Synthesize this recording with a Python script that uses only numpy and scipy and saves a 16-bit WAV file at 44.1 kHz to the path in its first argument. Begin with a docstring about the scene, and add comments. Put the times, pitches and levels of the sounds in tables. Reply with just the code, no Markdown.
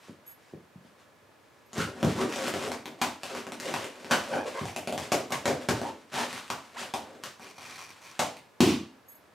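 """A rubber balloon is bitten and shoved over the carpet of a living room by a dog until it bursts.
Teeth and paws snap off the skin, rubbing slips set the balloon booming, and tight rubber creaks and squeaks.
Paws thud and fur brushes the carpet as short rings and noise; a collar tag tinkles in ringing modes.
A quiet room hum of coloured noise lies below, and the recorder's limiter holds the bang down."""
import sys
import numpy as np
from scipy import signal
from scipy.fft import rfft, irfft
from scipy.io import wavfile
from scipy.ndimage import uniform_filter1d

SR = 44100
rng = np.random.default_rng(int(sys.argv[2]) if len(sys.argv) > 2 else 0)


def master_out(mix):
    """Clip the mix to full scale and print it as 16-bit PCM to the path in sys.argv[1]."""
    frames = np.transpose(np.atleast_2d(mix))
    ceiling = np.clip(frames, -1, 1)
    pcm = np.round(ceiling * 32767).astype(np.int16)
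    wavfile.write(sys.argv[1], SR, pcm)


N = 411879
STEP = 64   # samples between envelope points

# Spectrum of things dragged over a surface. Each row: frequency in Hz, relative density in dB per Hz.
SCRAPE_COLOUR = [(410, -8.5), (700, -8.5), (1040, 1.5), (1290, -1.5), (2490, -2.5), (4340, -7.5),
                 (7970, -12), (12000, -23), (16500, -36)]


def amp(db):
    """dB to gain."""
    return 10 ** (np.asarray(db, float) / 20)


def rms_one(x):
    """Scale to rms 1."""
    return x / np.sqrt(np.mean(x ** 2) + 1e-20)


def at_hz(points, hz):
    """Read a table of (Hz, value) on a log-frequency axis."""
    known_hz, values = np.transpose(points)
    return np.interp(np.log(hz), np.log(known_hz), values)


def colour(x, spectrum):
    """Causal filter with the given spectrum (minimum phase), unit energy."""
    db = at_hz(spectrum, np.maximum(np.arange(2049) * SR / 4096, 1))
    cepstrum = irfft(np.log(amp(np.maximum(db, -70))))
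    # fold the cepstrum forward in time: this makes the phase minimal
    cepstrum[1:2048] *= 2
    cepstrum[2049:] = 0
    response = irfft(np.exp(rfft(cepstrum)))
    return signal.oaconvolve(x, response / np.sqrt(np.sum(response ** 2)))[:len(x)]


def ring(force, hz, t60):
    """A damped resonance: a unit click sets a sine of starting height 1 ringing, 60 dB down after t60 s."""
    r, w = amp(-60 / (t60 * SR)), 2 * np.pi * hz / SR
    return signal.lfilter([0, np.sin(w)], [1, -2 * r * np.cos(w), r * r], force + 1e-18)


def slips(per_s, uneven_db):
    """Random stick-slip clicks of uneven size and either sign; rms 1."""
    sizes = amp(uneven_db * np.minimum(rng.exponential(1, N), 4))
    sizes = sizes * rng.choice([-1, 1], N)
    return rms_one(sizes * (rng.random(N) < per_s / SR))


def contacts(times, lengths, gains, tick=0):
    """A noise burst of unit energy times its gain for each contact, swelling and dying, led by a sharp tick."""
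    out, t = np.zeros(N), np.arange(1, 4001) / SR
    noises = rng.standard_normal((len(times), 4000))
    for s, length, gain, noise in zip(times, lengths, gains, noises):
        age = t / np.clip(length, .0002, .03)   # in units of the decay time
        burst_noise = noise * (1 - np.exp(-3.0 * age)) * np.exp(-age)
        start = round(s * SR)
        out[start:][:4000] += gain * burst_noise / np.sqrt(np.sum(burst_noise ** 2))
        out[start] += gain * tick
    return out


def strokes(s, held, swell_db_per_s=518, fade_db_per_s=378):
    """One gain row a stroke, every STEP samples: it swells up to time s, holds and fades."""
    age = np.arange(N // STEP + 2) * STEP / SR - np.c_[s]
    swell_db = swell_db_per_s * age
    fade_db = fade_db_per_s * (np.c_[held] - age)
    return amp(np.minimum(0, np.minimum(swell_db, fade_db)))


def blend(gains, rows):
    """Weighted strokes add in power; the sum at every sample."""
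    total = np.sqrt(gains ** 2 @ rows ** 2)
    return np.interp(np.arange(N) / STEP, np.arange(rows.shape[1]), total)


def nearness(hz, favoured_hz, octaves):
    """The squeezed shape decides which modes answer: those near the favoured pitch, the rest weakly."""
    return 0.47 + np.exp(-.5 * (np.log2(hz / favoured_hz) / octaves) ** 2)


def balloon():
    """Snaps and rubbing each drive the skin (bright noise) and the balloon's modes; shoves thud in the floor."""
    # Teeth and paws slipping off the skin. Each row: time in seconds, then crack and boom in relative dB,
    # favoured boom pitch in Hz, floor thud in relative dB.
    snap_rows = [(1.732, -34, -46, 225, -53), (1.7808, -26.5, -30, 395, -9.5), (2.0291, -26, -19, 326, -14),
                 (2.047, -28, -27, 278, -6), (2.1814, -39, -28.5, 380, -44), (2.36, -28.5, -33, 520, -58),
                 (2.4803, -24, -31, 770, -50), (2.5389, -27.5, -29, 620, -62), (2.6775, -35, -36, 670, -54),
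                 (2.7175, -25.5, -38, 245, -51), (2.857, -30.5, -35.5, 248, -64),
                 (3.0155, -15, -25.5, 730, -29), (3.2333, -27, -40.5, 676, -60),
                 (3.3504, -32, -36, 304, -51), (3.468, -35, -36, 640, -61), (3.521, -30, -37.5, 279, -59),
                 (3.6, -27, -41, 234, -63), (3.7398, -23, -37.5, 234, -25), (3.844, -32.5, -34.5, 497, -56),
                 (4.012, -47, -63, 500, -60), (4.046, -36, -36.5, 500, -60),
                 (4.1107, -13.5, -20, 1570, -52), (4.352, -61, -29.5, 560, -53),
                 (4.452, -51, -52, 510, -57), (4.613, -46, -35.5, 397, -18), (4.655, -31, -57, 400, -60),
                 (4.6846, -35.5, -42.5, 223, -59), (4.7625, -24, -32.5, 720, -59),
                 (4.8739, -26.5, -28.5, 740, -43), (4.9253, -28, -30.5, 695, -41),
                 (4.978, -25.5, -33, 653, -24.5), (5.1192, -14.5, -20, 587, -45),
                 (5.306, -31, -34, 534, -62), (5.322, -19, -32.5, 1080, -24.5),
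                 (5.456, -19.5, -20.5, 770, -62), (5.479, -24, -22.5, 550, -50),
                 (5.6873, -16.5, -20, 490, -14), (5.8156, -34, -28, 406, -55),
                 (6.1202, -59, -44, 1450, -57), (6.1412, -30.5, -34, 780, -58),
                 (6.329, -28.5, -35.5, 930, -36), (6.5017, -22.5, -33.5, 690, -49),
                 (6.71, -55, -72, 700, -64), (6.733, -60, -57, 700, -62), (6.815, -40, -44, 604, -60),
                 (6.9385, -23, -30, 710, -51), (7.2372, -26, -41, 620, -64), (7.3965, -44, -47, 1080, -52),
                 (7.582, -42, -50, 1110, -40), (8.018, -46, -68, 1080, -59), (8.1928, -15, -28, 570, -32),
                 (8.369, -39, -60.5, 630, -45)]
    # Rubbing strokes. Each row: full grip from and time held in seconds, boom and scrape in relative dB,
    # favoured boom pitch in Hz.
    rub_rows = [(1.74, .02, -62, -50, 400), (1.765, .015, -26.5, -37, 400), (1.788, 0.017, -52, -28.5, 307),
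                (1.875, 0.0073, -31, -64, 334), (1.971, 0.1, -31.5, -45, 275),
                (2.09, 0.013, -50, -34.5, 245), (2.166, 0.053, -21.5, -30.5, 373),
                (2.318, 0.0095, -36, -29, 750), (2.385, 0.055, -25, -30, 500),
                (2.46, 0.018, -24.5, -30.5, 305), (2.54, 0.12, -29.5, -35.5, 454),
                (2.89, 0.01, -33.5, -57, 293), (3.0, 0.069, -37, -48, 640), (3.23, 0.047, -60, -41, 696),
                (3.3, 0.087, -32, -37.5, 453), (3.628, 0.077, -27.5, -34.5, 505),
                (3.73, .11, -34.5, -38, 500), (3.9, 0.26, -42.5, -48, 458),
                (4.124, 0.014, -17.5, -28, 1000), (4.175, 0.014, -31, -40, 485),
                (4.23, 0.056, -44, -42.5, 605), (4.308, 0.056, -25.5, -38.5, 590),
                (4.468, 0.017, -32, -30.5, 500), (4.56, .03, -52, -34, 755), (4.63, 0.049, -48, -38, 390),
                (5.01, 0.03, -38, -37, 432), (5.311, .02, -40, -40, 890), (5.46, 0.053, -29, -41, 500),
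                (5.608, 0.017, -34.5, -40.5, 497), (5.77, .11, -34.5, -42, 480),
                (5.97, 0.045, -60, -54.5, 500), (6.152, 0.037, -23.5, -25.5, 820),
                (6.2, 0.034, -32, -33, 605), (6.28, 0.1, -51, -39, 680), (6.43, .05, -62, -46.5, 700),
                (6.58, 0.19, -73, -53, 500), (6.784, 0.047, -38, -35, 1500), (7.02, .15, -42, -55.5, 454),
                (7.23, 0.037, -64, -44.5, 700), (7.429, 0.058, -46, -44.5, 423),
                (7.6, 0.094, -49, -44, 905), (7.72, 0.11, -65, -42.5, 1050), (7.88, 0.083, -71, -48, 980),
                (8.03, 0.13, -72, -47.5, 1100)]
    # Modes of the balloon's air and skin. Each row: pitch in Hz, relative level in dB, t60 in seconds.
    balloon_modes = [(115, -22, 0.02), (135, -9.5, 0.21), (160, -64, 0.019), (247.6, 4, 0.17),
                     (296.6, 0, 0.3), (389, 2, 0.15), (430, -5, 0.3), (525.7, 3, 0.085), (585.5, 2, 0.091),
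                     (626, -2, 0.14), (684, 10, 0.042), (801, -3.5, 0.076), (975.7, 2, 0.047),
                     (940, -38, 0.091), (1180, -7, 0.12), (1505, 13, 0.01), (1574, -10.5, 0.0059)]
    # Spectrum of a snap on the skin. Each row: frequency in Hz, relative density in dB per Hz.
    crack_colour = [(410, -31), (700, -1), (1360, -12), (2630, -11.5), (3800, -17), (7270, -18.5),
                    (7870, -22.5), (13700, -32), (16500, -67)]
    # Pitches of the floor under a shove, in Hz.
    floor_hz = [98, 125, 185]
    skin_tick, mode_tick = 0.6, 1.6   # first touch against the slide that follows

    s, crack_db, boom_db, snap_hz, thud_db = np.transpose(snap_rows)
    # decay time in seconds: harder bites slide longer
    length = .0006 * amp(1.25 * np.maximum(crack_db + 30, 0))
    rub_s, held, rub_db, scrape_db, rub_hz = np.transpose(rub_rows)
    touching = strokes(rub_s, held)
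    # grip comes and goes around 31 times a second
    stutter = amp(3.0 * rms_one(ring(rng.standard_normal(N), 31.0, 0.046)))
    drag = stutter * slips(720, uneven_db=2.5)

    cracks = contacts(s, length, amp(crack_db + 18.0), tick=skin_tick)
    scrapes = drag * blend(amp(scrape_db - 8.0), touching)
    out = colour(cracks, crack_colour) + colour(scrapes, SCRAPE_COLOUR)
    for hz, level_db, t60 in balloon_modes:
        knock_gain = amp(boom_db - 13.5) * nearness(hz, snap_hz, octaves=0.2)
        knocks = contacts(s, length, knock_gain, tick=mode_tick)
        push_gain = amp(rub_db - 43.5) * nearness(hz, rub_hz, octaves=0.15)
        push = blend(push_gain, touching) * stutter * rng.standard_normal(N)
        out += amp(level_db) * ring(knocks + push, hz, t60)
    for hz in floor_hz:
        shoves = contacts(s, length, amp(thud_db - 10.5), tick=mode_tick)
        out += ring(shoves, hz, t60=0.0087)
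    return out


def burst():
    """The air is let go in one step while the skin tears with a short noise."""
    # The bang: time in seconds, relative level in dB.
    s, level_db = (8.6045, 23.3)
    # Spectrum of the bang. Each row: frequency in Hz, relative density in dB per Hz.
    burst_colour = [(40, -35), (75, -4.5), (130, -4.5), (180, 1), (240, 3.5), (310, 3.5), (390, 2.5),
                    (480, -33), (700, -9.5), (1600, -21.5), (2500, -19), (6600, -25.5), (13000, -37.5),
                    (16500, -39)]
    tear_s, tear_hz = 0.0066, 435   # decay time of the tearing; the treble above tear_hz is spread over it
    release = np.zeros(N)
    release[round(s * SR)] = amp(level_db)
    air = signal.lfilter(*signal.butter(2, tear_hz, fs=SR), release)
    tearing = contacts([s], [tear_s], [amp(level_db)])
    tear = signal.lfilter(*signal.butter(2, tear_hz, "high", fs=SR), tearing)
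    return colour(air + tear, burst_colour)


def squeaks():
    """Sliding skin: a wavering narrow band on the gliding slip pitch, with weaker overtones above."""
    # Each row: loudest from and time held in seconds, relative level in dB, pitch at the start and
    # at the end of the hold in Hz, loss per overtone in dB.
    squeak_rows = [(1.799, .03, -34, 1393, 1418, 13), (2.189, 0.028, -36, 1030, 1142, 13),
                   (4.122, 0.012, -29, 1550, 1513, 6), (4.33, 0.071, -36.5, 782, 810, 6.5),
                   (4.339, 0.046, -42, 1470, 1507, 12), (4.46, 0.0097, -34, 524, 518, 12),
                   (4.55, 0.023, -38, 519, 544.5, 5.5), (4.566, 0.036, -40.5, 1020, 1059, 9),
                   (5.319, 0.033, -37, 1093, 1066, 12), (5.82, 0.048, -36.5, 684, 840, 20),
                   (6.17, 0.048, -37, 825, 870, 7.5), (6.762, .025, -43.5, 700, 1400, 4.5)]
    out, t = np.zeros(N), np.arange(N) / SR
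    smooth = signal.butter(2, 110.0, fs=SR)   # Hz, speed of the wavering
    waver = signal.lfilter(*smooth, rng.standard_normal(N) + 1j * rng.standard_normal(N))
    waver /= np.sqrt(np.mean(np.abs(waver) ** 2))
    for s, held, level_db, from_hz, to_hz, loss_db in squeak_rows:
        near = slice(round((s - .1) * SR), round((s + .4) * SR))
        # the glide also runs a little before and after the hold
        hz = from_hz * (to_hz / from_hz) ** np.clip((t[near] - s) / held, -1, 1.3)
        turn = np.exp(2j * np.pi * np.cumsum(hz) / SR)
        overtones = sum(amp(-k * loss_db) * turn ** (k + 1) for k in range(4))
        stroke = strokes([s], [held], swell_db_per_s=1200.0, fade_db_per_s=222)
        gain = blend(amp([level_db]), stroke)
        out[near] += gain[near] * np.real((0.51 + waver[near]) * overtones)
    return out


def creak():
    """A tooth drags slowly over tight rubber: sparse slips ring a few short resonances of the skin."""
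    # Each row: full grip from and time held in seconds, relative level in dB.
    creak_rows = [(2.37, .12, -52.5), (4.33, 0.13, -59.5), (4.57, 0.22, -58), (6.7, 0.051, -71),
                  (7.42, 0.095, -55), (7.58, 0.25, -53), (7.755, 0.16, -53.5), (8.03, 0.083, -54)]
    # Resonances of the tight skin. Each row: pitch in Hz, width in Hz, relative level in dB.
    creak_rings = [(1120, 110, -4), (2420, 130, 0), (4600, 400, -6), (5750, 600, -2), (8800, 3000, -9)]
    s, held, level_db = np.transpose(creak_rows)
    drag = slips(450.0, uneven_db=2.5)
    rings = sum(amp(db) * rms_one(ring(drag, hz, 2.2 / width)) for hz, width, db in creak_rings)
    return blend(amp(level_db - 5.5), strokes(s, held)) * rings


def dog():
    """Paws landing on the carpet are dull pushes on the floor, each dying within a few cycles."""
    # Each row: time in seconds, relative level in dB, pitch in Hz.
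    paw_rows = [(0.084, -37, 496), (0.094, -31.5, 262), (0.528, -44, 320), (0.536, -27.5, 370),
                (0.547, -38, 155), (0.757, -35.5, 173.6), (0.849, -42, 229), (1.222, -53, 102)]
    out = np.zeros(N)
    for s, level_db, hz in paw_rows:
        push = np.zeros(N)
        push[round(s * SR)] = amp(level_db - 7.0)
        out += ring(push, hz, 4.9 / hz)   # 60 dB down after about five cycles
    return signal.lfilter(*signal.butter(2, 700, fs=SR), out)


def scuff():
    """Fur and claws brush the carpet: dense slips, coloured like a scrape."""
    # Each row: full grip from and time held in seconds, relative level in dB.
    scuff_rows = [(0.0, 0.085, -55.5), (.26, 0.041, -62.5), (.39, 0.12, -63.5), (.848, 0.018, -61),
                  (.996, 0.0058, -59), (1.4, .3, -70)]
    s, held, level_db = np.transpose(scuff_rows)
    brush = slips(2500.0, uneven_db=3.5)
    return blend(amp(level_db - 4), strokes(s, held)) * colour(brush, SCRAPE_COLOUR)


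def tag():
    """Each touch strikes every mode of the metal tag by its own strength; near echoes let each tone swell in."""
    # Touches of the collar tag. Each row: time in seconds, relative level in dB.
    touch_rows = [(0.01, -69), (0.263, -47), (0.274, -43), (0.292, -49), (0.311, -48), (1.66, -63),
                  (9.066, -66), (9.083, -44), (9.093, -45), (9.115, -44), (9.149, -46.5)]
    # Modes of the tag. Each row: pitch in Hz, relative level in dB, t60 in seconds.
    tag_modes = [(6600, -8, 0.068), (7900, -15, 0.086), (9400, -25, 0.28), (11430, 2.5, 0.15),
                 (11000, -24, 0.34), (15090, -48, .3), (15240, -12, 0.17)]
    s, touch_db = np.transpose(touch_rows)
    at, out = np.round(s * SR).astype(int), np.zeros(N)
    for hz, level_db, t60 in tag_modes:
        clicks = np.zeros(N)
        clicks[at] = amp(touch_db + level_db - 42 + rng.normal(0, 2.5, len(at)))
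        out += ring(ring(clicks, hz, t60), hz, t60=.02)   # the second ring makes the swell
    return out


def hum():
    """Steady room noise, partly unlike in the two channels, with a faint whine."""
    # Spectrum of the room noise. Each row: frequency in Hz, relative density in dB per Hz.
    hum_colour = [(15, -54), (25, -7), (83, -6), (138, -11.5), (553, -9), (600, -7.5), (687, -12),
                  (1030, -11.5), (1550, -15.5), (1680, -16), (2400, -19), (2750, -22), (11000, -34),
                  (16500, -37)]
    # Faint steady tone. Each row: pitch in Hz, relative level in dB.
    whine_rows = [(1701, -78)]
    mid, side = [colour(rng.standard_normal(N), hum_colour) for _ in "ms"]
    t = np.arange(N) / SR
    whine = sum(amp(db + 2) * np.sin(2 * np.pi * hz * t) for hz, db in whine_rows)
    return amp(-62.5) * (mid + amp(-6.0) * side * [[1], [-1]]) + whine


def room(x, tail_db):
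    """Direct sound, a few wall echoes and a diffuse tail: third octaves of noise fed by the power that enters."""
    # Decay of the room. Each row: frequency in Hz, t60 in seconds.
    room_t60 = [(60, 0.38), (150, 0.29), (250, 0.44), (400, 0.36), (1000, 0.38), (4000, 0.4), (12000, 0.31)]
    # Early reflections. Each row: delay in seconds, relative level in dB.
    wall_echoes = [(.0053, -6), (.0091, -9), (.0128, -9), (.0209, -8), (.0262, -11), (.0317, -12)]
    # Stereo spread of the tail. Each row: frequency in Hz, side minus mid in dB.
    side_db = [(60, -31), (125, -43.5), (250, -23.5), (500, -9), (4000, -10), (9500, -6.5), (11500, -40),
               (16000, -36)]
    out = np.array([x, 0 * x])   # mid and side
    white = rng.standard_normal((2, 2, N))
    for delay, db in wall_echoes:
        lag = round(delay * SR)
        out[:, lag:] += amp(db) * x[:-lag] * [[1], [.3]]
    edges = 60 * 2 ** (np.arange(26) / 3)
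    for k, (low, high) in enumerate(zip(edges, edges[1:])):
        band = signal.butter(2, [low, high], "band", fs=SR, output="sos")
        entering, *noise = signal.sosfilt(band, [x, *white[k % 2]])   # neighbouring bands use unlike noise
        hz = np.sqrt(low * high)
        fade = amp(-120 / (at_hz(room_t60, hz) * SR))   # on power, so 60 dB per t60
        fill = np.exp(-1 / (.008 * SR))   # it takes some reflections to fill the room
        poles = np.convolve([1, -fade], [1, -fill])
        stored = signal.lfilter([(1 - fade) * (1 - fill)], poles, entering ** 2 + 1e-18)
        spread = [[1], [amp(at_hz(side_db, hz))]]
        out += amp(tail_db) * np.sqrt(np.abs(stored)) * rms_one(np.array(noise)) * spread
    return np.array([out[0] + out[1], out[0] - out[1]])


def scene():
    """Blows, rubbing and paws fill the room; paws, the tag and the thin tones also or only carry straight."""
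    tones, paws = squeaks() + creak(), dog()
    filling = balloon() + burst() + scuff() + 1.9 * paws
    heard = amp(-4.5) * room(filling, tail_db=1.5)
    heard = heard + tag() * amp([[-1.5], [1.5]]) + paws   # the tag is nearer the right
    heard += tones + 0.28 * np.roll(tones, 400) * [[1], [-1]]   # one sideways echo
    return (heard + hum()) * amp([[-0.21], [0.21]])


def record(dry):
    """The microphone drops deep bass; a limiter turns down peaks and lets go steadily; the top is cut."""
    ceiling_db, release_db_per_s = -10, 110
    mic_low_hz, cutoff_hz = 87.5, 16600
    dry = signal.sosfilt(signal.butter(6, mic_low_hz, "high", fs=SR, output="sos"), dry)
    ramp = release_db_per_s * np.arange(N) / SR
    loudest_db = 20 * np.log10(np.abs(dry).max(axis=0) + 1e-9)
    over = np.maximum(loudest_db - ceiling_db, 0)
    held = np.maximum.accumulate(over + ramp) - ramp
    # averaged over the samples just ahead, so the gain moves in time for a peak
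    turned = dry * amp(-np.roll(uniform_filter1d(held, size=41), -20))
    rounded = 0.5 * np.tanh(turned / 0.38)   # soft saturation
    return signal.sosfilt(signal.cheby2(12, 60, cutoff_hz, fs=SR, output="sos"), rounded)


dry = scene()
out = record(dry)
master_out(out)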